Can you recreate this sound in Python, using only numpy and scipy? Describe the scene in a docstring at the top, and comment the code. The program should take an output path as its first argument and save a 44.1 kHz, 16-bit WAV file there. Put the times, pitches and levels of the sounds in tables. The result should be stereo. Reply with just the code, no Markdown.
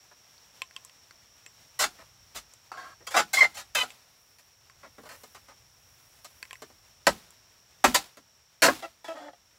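"""Soft air, low rumble and a narrow hiss of distant insects (filtered noise) come first, then feet and small snaps.
A green bamboo pole leaning on the porch of a thatched hut is split with a knife: fibres tear (click runs through
modes), steel squeals and the halves creak (stick-slip tones). Cloth rustles (swelling noise). A wooden mallet then
drives the blade, shaking frame and dry palm leaves (decaying noise), and groans along the pole."""
import sys
import numpy as np
from scipy import signal
from scipy.io import wavfile
from scipy.ndimage import uniform_filter1d

SR = 44100
rng = np.random.default_rng(int(sys.argv[2]) if len(sys.argv) > 2 else 0)


def unload_wav(signal):
    """Save mono or channel-first audio to the path in sys.argv[1] as 16-bit WAV at rate SR, clipped to [-1, 1]."""
    wavfile.write(
        sys.argv[1],
        SR,
        np.round(np.clip(np.atleast_2d(signal).T, -1, 1) * 32767).astype(np.int16),
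    )


N = 422478
TIME = np.arange(N) / SR
RING_TIME = TIME[:SR // 3]


def amp(db):
    """Decibels to amplitude gain."""
    return 10 ** (np.asarray(db) / 20)


def unit(x):
    """Scale each channel to energy 1."""
    return x / np.sqrt(np.sum(x ** 2, axis=-1, keepdims=True) + 1e-20)


def at_hz(points, hz):
    """Interpolate a spectrum on a log-frequency axis."""
    f, value = np.transpose(points)
    return np.interp(np.log(hz), np.log(f), value)


def band(x, low_hz, high_hz):
    """Causal Butterworth band-pass."""
    edges_hz = [low_hz, min(high_hz, SR / 2 - 500)]
    return signal.sosfilt(signal.butter(2, edges_hz, "band", fs=SR, output="sos"), x + 1e-18)


def pan(db):
    """Left and right gains for a left-right difference in dB."""
    return amp([[db / 2], [-db / 2]])


def add(out, s, x):
    """Mix a stereo sound in at time s."""
    start = round(s * SR)
    out[:, start:start + x.shape[1]] += x[:, :N - start]


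def flutter(per_s, size=N):
    """Random wander: normal draws of spread 1 at per_s knots a second, linear between."""
    return np.interp(TIME[:size] * per_s, np.arange(4000), rng.standard_normal(4000))


def dying(t, t60):
    """Exponential decay, 60 dB in t60 seconds."""
    return np.exp(-np.log(1000) * t / t60)


# Left-right likeness: (f/Hz, correlation)
LIKENESS = [(60, .96), (300, .94), (600, .7), (1100, .25), (2500, .1), (5000, 0), (15000, 0)]


def likeness(hz):
    """Left-right correlation: near 1 in the bass, 0 in the treble."""
    return np.clip(at_hz(LIKENESS, hz), -1, 1)


def noise(spectrum, size, t60=None):
    """Stereo noise in half octaves, alike in the bass; with t60 each band dies at its own pace."""
    out = 0
    edges_hz = 22 * 2 ** np.arange(0, 10, .5)
    white = rng.standard_normal((2, 2, size))
    for k, (low, high) in enumerate(zip(edges_hz, edges_hz[1:])):
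        hz = np.sqrt(low * high)
        mid, side = band(white[k % 2], low, high)
        alike = likeness(hz)
        fade = 1 if t60 is None else amp(-60 * TIME[:size] / at_hz(t60, hz))
        stereo = np.sqrt(1 + alike) * mid + np.sqrt(1 - alike) * side * [[1], [-1]]
        out = out + amp(at_hz(spectrum, hz)) * fade * stereo
    return unit(out)


def steady(spectrum):
    """Noise over the whole scene, rms 1 per channel."""
    return noise(spectrum, size=N) * np.sqrt(N)


# Spectra of moving air and low rumble: (f/Hz, relative density/dB per Hz)
AIR = [(25, -15), (90, -3), (150, -7.5), (300, -12.5), (700, -7), (1500, -7.5), (3500, -8), (5000, -10),
       (7500, -9.5), (10000, -20.5), (15000, -14)]
RUMBLE = [(25, -18), (45, -4), (70, -1), (110, -0.5), (170, -16.5), (400, -31)]
# Rumble course: (t/s, level/dB before rumble_db is added)
RUMBLE_LEVEL = [(0.0, -88.5), (2.29, -67.5), (2.48, -77), (3.63, -66.5), (4.16, -77.5), (4.86, -69.5),
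                (8.03, -73.5), (8.32, -77.5), (9.58, -76)]
INSECT_HZ, INSECT_WIDTH_HZ = 5587, 440
# initial levels of air and insects; both ebb
AIR_DB, INSECTS_DB, EBB_DB_PER_S = -58.5, -59.5, 0.22


def outdoors(stir_db=1.27, rumble_db=3):
    """Soft moving air, a low rumble and a narrow noise band of distant insects."""
    air = steady(AIR) * amp(AIR_DB + stir_db * flutter(21))
    rumble = steady(RUMBLE) * amp(rumble_db + np.interp(TIME, *np.transpose(RUMBLE_LEVEL)))
    white = rng.standard_normal((2, N))
    chorus = band(white, INSECT_HZ - INSECT_WIDTH_HZ / 2, INSECT_HZ + INSECT_WIDTH_HZ / 2)
    insects = unit(chorus) * np.sqrt(N) * amp(INSECTS_DB)
    return (air + insects) * amp(-EBB_DB_PER_S * TIME) + rumble


# Dense wall modes and near reflections: (f/Hz, relative density/dB per Hz)
SCATTER = [(90, -4), (170, -19), (280, -13), (380, -16), (600, -1), (1400, 0), (2300, -5.5), (4000, -6.5),
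           (8000, -7.5), (10500, -20), (15000, -20)]
# their decay: (f/Hz, t60/s)
SCATTER_T60 = [(100, 0.34), (500, 0.072), (1500, 0.089), (4000, .11), (14000, 0.11)]


def porch():
    """Five responses of dense wall modes and near reflections: decaying noise."""
    return [noise(SCATTER, size=len(RING_TIME), t60=SCATTER_T60) for _ in range(5)]


def ringing(modes, vary_db=2.5, detune=.018):
    """Modes with fresh strengths and shifted pitches; the higher ones reach the two ears out of step."""
    out = 0
    for hz, db, t60 in modes:
        skew = np.arccos(likeness(hz)) * rng.choice([-1, 1]) / 2
        pitch_hz = hz * (1 + detune * rng.standard_normal())
        phase = 2 * np.pi * pitch_hz * RING_TIME + skew * np.array([[1], [-1]])
        wave = np.sin(phase) * rng.choice([-1, 1])
        out = out + amp(db + vary_db * rng.standard_normal()) * unit(wave * dying(RING_TIME, t60))
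    return unit(out)


def contacts(length, per_s, spread_db, fade_db, rise_s, first_db):
    """A first touch, then uneven clicks that swell as the stroke bites and weaken as it spends itself."""
    t = RING_TIME
    gaps = .5 + rng.exponential(1, len(t)) / 2
    born = np.cumsum(gaps) / per_s
    at = (born[born < min(length, t[-1])] * SR).astype(int)
    size_db = spread_db * np.clip(rng.standard_normal(len(t)), -2, 2)
    strength = amp(size_db) * rng.choice([-1, 1], len(t))
    clicks = np.zeros(len(t))
    clicks[at] = strength[:len(at)]
    clicks *= amp(-fade_db * np.minimum(t / length, 1)) * np.minimum(t / rise_s, 1)
    clicks[0] = amp(first_db)
    return clicks


# Edges of body, middle, edge and sizzle bands [f/Hz]
EDGES_HZ = [170, 500, 2000, 6000, 16000]
# Left-right lean of those four bands [dB, + = left]
LEAN_DB = [2, 0.056, 1.6, -2.9]
BODY_LOSS, SIZZLE_GAIN = 0.25, 1.5  # dB per dB of hardness; the edge rises 1 dB per dB


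def strokes(table, colour_db, scatter, per_s, spread_db, fade_db, rise_s, first_db, direct_db,
            modes=None, modes_db=0):
    """Contact runs heard directly, through modes and off the porch; hardness sets the colour."""
    out = np.zeros((2, N))
    body_db, edge_db, sizzle_db = colour_db
    for s, length, db, hard_db in table:
        response = scatter[rng.integers(len(scatter))].copy()
        if modes:
            response += amp(modes_db) * ringing(modes)
        response[:, 0] += amp(direct_db)
        clicks = contacts(length, per_s, spread_db, fade_db, rise_s, first_db)
        sound = signal.fftconvolve(clicks[None], response, axes=1)
        bands_db = (body_db - BODY_LOSS * hard_db, 0, edge_db + hard_db, sizzle_db + SIZZLE_GAIN * hard_db)
        for low, high, band_db, lean_db in zip(EDGES_HZ, EDGES_HZ[1:], bands_db, LEAN_DB):
            part = unit(band(band(sound, low, high), low, high))
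            add(out, s, part * amp(db + band_db) * np.sqrt(length * SR) * pan(lean_db))
    return out


# Feet and hands shift: (t/s, length/s, level/dB at 500-2000 Hz, hardness/dB)
SCUFFS = [(.112, 0.018, -55.5, -4), (1.987, 0.039, -51, -6), (4.385, 0.024, -60, 9),
          (4.831, 0.036, -46, -8), (5.055, 0.023, -46.5, -1.5), (5.09, 0.066, -47.5, 2.5),
          (5.347, .023, -47, 2), (5.483, .038, -51, -1.5), (6.246, 0.011, -46.5, 7.5)]
# (body, edge, sizzle) [dB re 500-2000 Hz, at hardness 0]
SCUFF_COLOUR_DB = (-14, -6, -11)


def scuffs(scatter):
    """Feet and hands shift: sparse contacts, no modes."""
    return strokes(SCUFFS, SCUFF_COLOUR_DB, scatter, per_s=900, spread_db=2.0, fade_db=6.5,
                   rise_s=.0024, first_db=8.0, direct_db=-9.5)


# Small dry snaps: (t/s, peak/dB before panning, centre f/Hz, left-right/dB)
SNAPS = [(.38, -40, 4300, -5), (.619, -14.5, 2610, -1), (.71, -38.5, 1940, 4), (.764, -22.5, 2580, -7.5),
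         (.849, -31.5, 7640, -8), (.896, -36.5, 2500, -3), (1.109, -35, 1730, 3), (1.463, -30, 2200, 2.5),
         (2.537, -32.5, 6900, -1), (3.904, -27, 2870, 3.5), (4.698, -31.5, 1700, 4),
         (6.428, -21.5, 2040, 1), (6.453, -36, 1887, 4.5), (6.509, -26.5, 2000, 2), (6.53, -24, 2430, -0.5),
         (6.555, -33, 1670, 2), (7.306, -36, 8400, 1.5)]
# Modes of a thin bamboo strip: (f/Hz, level/dB, t60/s)
STRIP = [(503, -8.5, 0.013), (1058.5, 2.5, 0.063), (2010, -3, 0.01), (2605, -8.5, 0.029),
         (3200, -10.5, 0.019), (4530, 3.5, 0.015), (7610, -2, 0.089)]


def snaps(scatter, crack_t60=0.01, ring_db=-2, porch_db=-15, width=1.33, skirt_db=-12):
    """Single fibres and twigs give way: a very short noise crack and a ring of strip modes."""
    out = np.zeros((2, N))
    size = len(RING_TIME)
    for s, db, hz, lean_db in SNAPS:
        white = rng.standard_normal((2, size)) + rng.standard_normal(size) / 2
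        crack = unit(white * dying(RING_TIME, crack_t60))
        ring = amp(ring_db) * ringing(STRIP, vary_db=7.0, detune=0.011)
        sound = crack + ring + amp(porch_db) * scatter[rng.integers(len(scatter))]
        sound = unit(band(sound, hz / width, hz * width) + amp(skirt_db) * band(sound, 300, 8000))
        add(out, s, sound / np.abs(sound).max() * amp(db) * pan(lean_db))
    return out


# The cleft runs on: (t/s, length/s, level/dB at 500-2000 Hz, hardness/dB)
SPLITS = [(1.79, 0.042, -28.5, 4), (1.836, 0.0071, -22.5, -0.5), (2.355, 0.028, -45, 5.5),
          (3.068, 0.0067, -34.5, 1.5), (3.105, .04, -42, 1), (3.141, 0.018, -21, -8.5),
          (3.161, 0.042, -19, -4), (3.331, 0.034, -32, 6), (3.37, 0.038, -35, 2.5), (3.415, 0.036, -26, -5),
          (3.542, 0.037, -50, 5.5), (3.568, 0.048, -42, 3), (3.748, 0.012, -24.5, 2.5),
          (3.764, 0.065, -31.5, 1), (3.83, 0.0069, -27, -8), (7.9432, .014, -17.5, 2.5)]
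# (body, edge, sizzle) [dB re 500-2000 Hz, at hardness 0]
SPLIT_COLOUR_DB = (-19, -0.5, -5)
# Modes of the pole, also used by blows: (f/Hz, level/dB, t60/s)
POLE = [(257, -14.5, 0.23), (312.5, -10, 0.16), (472, -7, 0.08), (560, -14.5, 0.066), (667, 1, 0.052),
        (728.3, -6, 0.2), (807, 0, 0.13), (970, -7, 0.092), (1020, -3, 0.12), (1306, 1, .12),
        (1447, -1, 0.11), (1647, 1.5, 0.048), (2010, 3.5, 0.031), (2780, -17.5, 0.11), (2960, -18.5, 0.091),
        (3517, 0.5, 0.096), (3790, -5.5, .14), (4400, -17, .09), (7320, -5, .1)]


def splits(scatter):
    """Fibres tear as the cleft runs on: dense clicks through the pole's modes."""
    return strokes(SPLITS, SPLIT_COLOUR_DB, scatter, per_s=2200, spread_db=4.5, fade_db=6.5,
                   rise_s=0.0011, first_db=-4.5, direct_db=-12.5, modes=POLE, modes_db=-6.5)


# Jolts reaching the hut: (t/s, thud level/dB, leaves level/dB, leaves t60/s), levels before rise and decay
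JOLTS = [(1.80, -46.5, -42.5, 0.58), (2.346, -50, -33, 0.17), (3.16, -58.5, -49, .98),
         (3.42, -59, -48.5, 1), (3.759, -54.5, -38.5, 0.77), (7.069, -41, -40.5, 0.67),
         (7.845, -35, -25.5, 0.37), (7.95, -66.5, -35, 0.4), (8.628, -36.5, -23.5, 0.5)]
# Spectra of frame and dry leaves: (f/Hz, relative density/dB per Hz)
FRAME = [(25, -27), (40, -8), (54, 1), (85, -8.5), (130, -12), (250, -18), (600, -46.5)]
LEAVES = [(200, -8), (800, 1.5), (2500, 0), (4200, 0.5), (8000, -4.5), (11000, -9.5), (15000, -8)]


def hut(frame_t60=0.3, rise_s=0.0061, crackle_db=2.0):
    """Each jolt sets the frame thudding and the dry palm leaves shivering: decaying noise."""
    thud, shiver = np.zeros(N), np.zeros(N)
    for s, thud_db, leaves_db, leaves_t60 in JOLTS:
        age = np.maximum(TIME - s, 0)
        rise = 1 - np.exp(-age / rise_s)
        thud += amp(thud_db) * rise * dying(age, frame_t60)
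        shiver += amp(leaves_db) * rise * dying(age, leaves_t60)
    return thud * steady(FRAME) + shiver * amp(crackle_db * flutter(300)) * steady(LEAVES)


# Blade drags in the cleft: (t/s, length/s, level/dB at 500-2000 Hz, hardness/dB)
SCRAPES = [(2.717, 0.0087, -34, 0), (2.738, .035, -44, 0.014), (2.773, .085, -41, 0),
           (2.845, 0.093, -47, 0.45)]
# (body, edge, sizzle) [dB re 500-2000 Hz, at hardness 0]
SCRAPE_COLOUR_DB = (-20.5, -11.5, -21.5)
# Modes of the pinched blade: (f/Hz, level/dB, t60/s)
BLADE = [(770, -12.5, 0.075), (1063, -6.5, 0.058), (1350, -1.5, 0.028), (1583, -5.5, 0.03),
         (3270, -20, 0.3), (4530, -7.5, 0.156), (5517, -10.5, 0.18)]


def scrapes(scatter):
    """The blade drags in the cleft: near-even clicks through the pinched blade's modes."""
    return strokes(SCRAPES, SCRAPE_COLOUR_DB, scatter, per_s=1600, spread_db=0.5, fade_db=9.5,
                   rise_s=.00078, first_db=9, direct_db=-11, modes=BLADE, modes_db=4.5)


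# Dull bumps of feet and mallet handle: (t/s, length/s, level/dB at 500-2000 Hz, hardness/dB)
BUMPS = [(3.006, 0.018, -57, -9), (4.982, .012, -46, -7.5), (5.035, 0.0072, -49.5, -1),
         (5.235, 0.0075, -46.5, 4), (6.62, 0.01, -42, 1), (6.70, .01, -57, -2), (8.171, .0089, -47, 3)]
# (body, edge, sizzle) [dB re 500-2000 Hz, at hardness 0]
BUMP_COLOUR_DB = (-2, -5.5, -9.5)


def bumps(scatter):
    """Dull bumps of feet and of the mallet's handle: a strong first touch, no modes."""
    return strokes(BUMPS, BUMP_COLOUR_DB, scatter, per_s=2500, spread_db=3.0, fade_db=3.5,
                   rise_s=.0024, first_db=15.5, direct_db=-7.5)


RING_ON_DB, RING_ON_T60 = -28, .25  # faint ring-on of the pole after each push


def stick_slip(table, scatter, attack_s, release_t60, sag_per_s, slope_db, jitter, shake_db, porch_db):
    """Friction tones: uneven slips, half orders when they alternate; each push swells, sags in pitch, dies."""
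    out, t = np.zeros((2, N)), RING_TIME
    for s, length, hz, db, half_db in table:
        rate_hz = hz * (1 - sag_per_s * np.minimum(t, length)) * (1 + jitter * flutter(500, size=len(t)))
        phase = 2 * np.pi * np.cumsum(rate_hz) / SR
        tone = 0
        for k in range(1, 5):
            tone = tone + amp(slope_db * np.log2(k)) * np.sin(k * phase)
            tone = tone + amp(half_db) / k * np.sin((k - .5) * phase)
        reflected = unit(signal.fftconvolve(tone[None], scatter[0], axes=1)[:, :len(t)])
        heard = unit(tone) + amp(porch_db) * reflected
        # level out, so that the push alone shapes the loudness
        even = heard / np.sqrt(uniform_filter1d(np.mean(heard ** 2, axis=0), size=300) + 1e-12)
        after = np.maximum(t - length, 0)
        release = np.maximum(dying(after, release_t60), amp(RING_ON_DB) * dying(after, RING_ON_T60))
        push = np.minimum(t / attack_s, 1) * release
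        add(out, s, even * push * amp(db + shake_db * flutter(250, size=len(t))))
    return out


# Steel pushes: (t/s, length/s, f/Hz, level/dB before panning, half orders/dB)
SQUEALS = [(3.333, 0.019, 2134, -26.5, -25.5), (3.367, 0.018, 2120, -17.5, -23),
           (3.385, 0.013, 2185, -19.5, -4.5), (3.404, 0.024, 2110, -11.5, -23.5),
           (3.433, 0.024, 2100, -18.5, -27)]


def squeals(scatter):
    """Steel squeals in the cleft: stick-slip with weak overtones, left of centre."""
    tones = stick_slip(SQUEALS, scatter, attack_s=0.0064, release_t60=0.042, sag_per_s=0.44,
                       slope_db=-23, jitter=.016, shake_db=2.0, porch_db=-7)
    return tones * pan(4.9)


# Creak pushes: (t/s, length/s, f/Hz, level/dB before filtering, half orders/dB)
CREAKS = [(3.752, 0.043, 1049, -13.5, 9.5), (3.797, 0.027, 1014, -14.5, 2)]


def creaks(scatter):
    """The halves creak apart: stick-slip rich in overtones, the fundamental held down."""
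    tones = stick_slip(CREAKS, scatter, attack_s=.008, release_t60=.035, sag_per_s=0.68,
                       slope_db=-1, jitter=.014, shake_db=3, porch_db=2)
    return band(tones, 2150, 3600) + amp(-13) * band(tones, 770, 1120)


# Reaching, stooping, lifting: (middle t/s, half length/s, level/dB before the swish is added)
MOVES = [(4.3, .3, -63), (5.177, .2, -55), (6.25, .55, -60.5)]


def clothes(grain_db=1.5, swish_db=-4):
    """Cloth brushes on cloth: uneven fine hiss and soft swish, swelling and ebbing with each move."""
    speed = sum(amp(db) * np.exp(-((TIME - s) / half_length) ** 2) for s, half_length, db in MOVES)
    white = rng.standard_normal((2, N))
    cloth = unit(band(white, 4700, 18000)) + amp(swish_db) * unit(band(white, 400, 4000))
    return cloth * np.sqrt(N) * speed * amp(grain_db * flutter(90))


# Mallet drives the blade: (t/s, length/s, level/dB at 500-2000 Hz, hardness/dB)
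BLOWS = [(7.068, 0.0051, -9, 1.5), (7.841, 0.0094, -8.5, 0), (8.620, 0.049, -15, 5),
         (8.681, 0.0097, -13, -9.5)]
# (body, edge, sizzle) [dB re 500-2000 Hz, at hardness 0]
BLOW_COLOUR_DB = (-10, -7.5, -13)


def blows(scatter):
    """The mallet drives the blade down: hard uneven clicks through the pole's modes."""
    return strokes(BLOWS, BLOW_COLOUR_DB, scatter, per_s=2200, spread_db=6, fade_db=8,
                   rise_s=0.0012, first_db=7.5, direct_db=-12, modes=POLE, modes_db=-8.5)


# Mallet head slides on the pole: (t/s, length/s, level/dB at 500-2000 Hz, hardness/dB)
RUBS = [(8.824, .031, -35.5, -2), (9.044, 0.042, -42, 2.5), (9.08, .062, -44, 2.5), (9.155, .14, -44, -2.5),
        (9.284, .006, -38, -21), (9.331, 0.0027, -41.5, -5)]
# (body, edge, sizzle) [dB re 500-2000 Hz, at hardness 0]
RUB_COLOUR_DB = (-15, -5, -16)
# Modes of the mallet on the pole: (f/Hz, level/dB, t60/s)
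MALLET = [(318, -24, 0.2), (554, -3.5, 0.078), (708, 2.5, 0.087), (830, 0, 0.047), (1370, -11, 0.23),
          (1930, -3.5, 0.089), (3290, -3.5, 0.046)]


def rubs(scatter):
    """The mallet head slides on the pole: equal clicks, fading, through the mallet's modes."""
    return strokes(RUBS, RUB_COLOUR_DB, scatter, per_s=1100, spread_db=0.0, fade_db=7.5,
                   rise_s=0.0016, first_db=8.5, direct_db=-12, modes=MALLET, modes_db=2.5)


# Groan pushes: (t/s, length/s, f/Hz, level/dB before filtering, half orders/dB)
GROANS = [(8.826, 0.032, 676, -34.5, -18), (9.079, 0.042, 657, -30.5, -9.5), (9.142, 0.014, 579, -40.5, -6),
          (9.165, 0.014, 633, -38, -10), (9.2, 0.084, 596, -44.5, 3)]


def groans(scatter):
    """The mallet groans on the pole's skin: low stick-slip tones."""
    tones = stick_slip(GROANS, scatter, attack_s=0.0088, release_t60=.08, sag_per_s=0.22,
                       slope_db=-10, jitter=0.022, shake_db=1.5, porch_db=1)
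    return band(tones, 240, 3900)


def scene():
    """All the work on the pole, in front of the hut."""
    scatter = porch()
    ground = outdoors() + scuffs(scatter) + bumps(scatter) + clothes()
    cleft = snaps(scatter) + splits(scatter) + scrapes(scatter) + squeals(scatter) + creaks(scatter)
    mallet = blows(scatter) + rubs(scatter) + groans(scatter)
    return ground + cleft + mallet + hut()


def lag(x, time_s):
    """One-pole smoothing."""
    r = np.exp(-1 / (time_s * SR))
    return signal.lfilter([1 - r], [1, -r], x)


GAIN_KNEE_DB, GAIN_ATTACK_S, GAIN_RELEASE_S = -24.5, 0.31, 0.78  # the two lags act in series
CUTOFF_HZ = 15700


def record(dry):
    """Cut the deepest rumble, sink the gain slowly after loud sounds, round peaks, cut the top."""
    lean = signal.sosfilt(signal.butter(3, 36, "high", fs=SR, output="sos"), dry)
    power = lag(lag(np.mean(lean ** 2, axis=0), GAIN_ATTACK_S), GAIN_RELEASE_S)
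    held = lean / np.sqrt(1 + power / amp(GAIN_KNEE_DB) ** 2)
    rounded = 1.2 * np.tanh(held / 1.2)
    return signal.sosfilt(signal.ellip(10, .1, 80, CUTOFF_HZ, fs=SR, output="sos"), rounded)


dry = scene()
out = record(dry)
unload_wav(out)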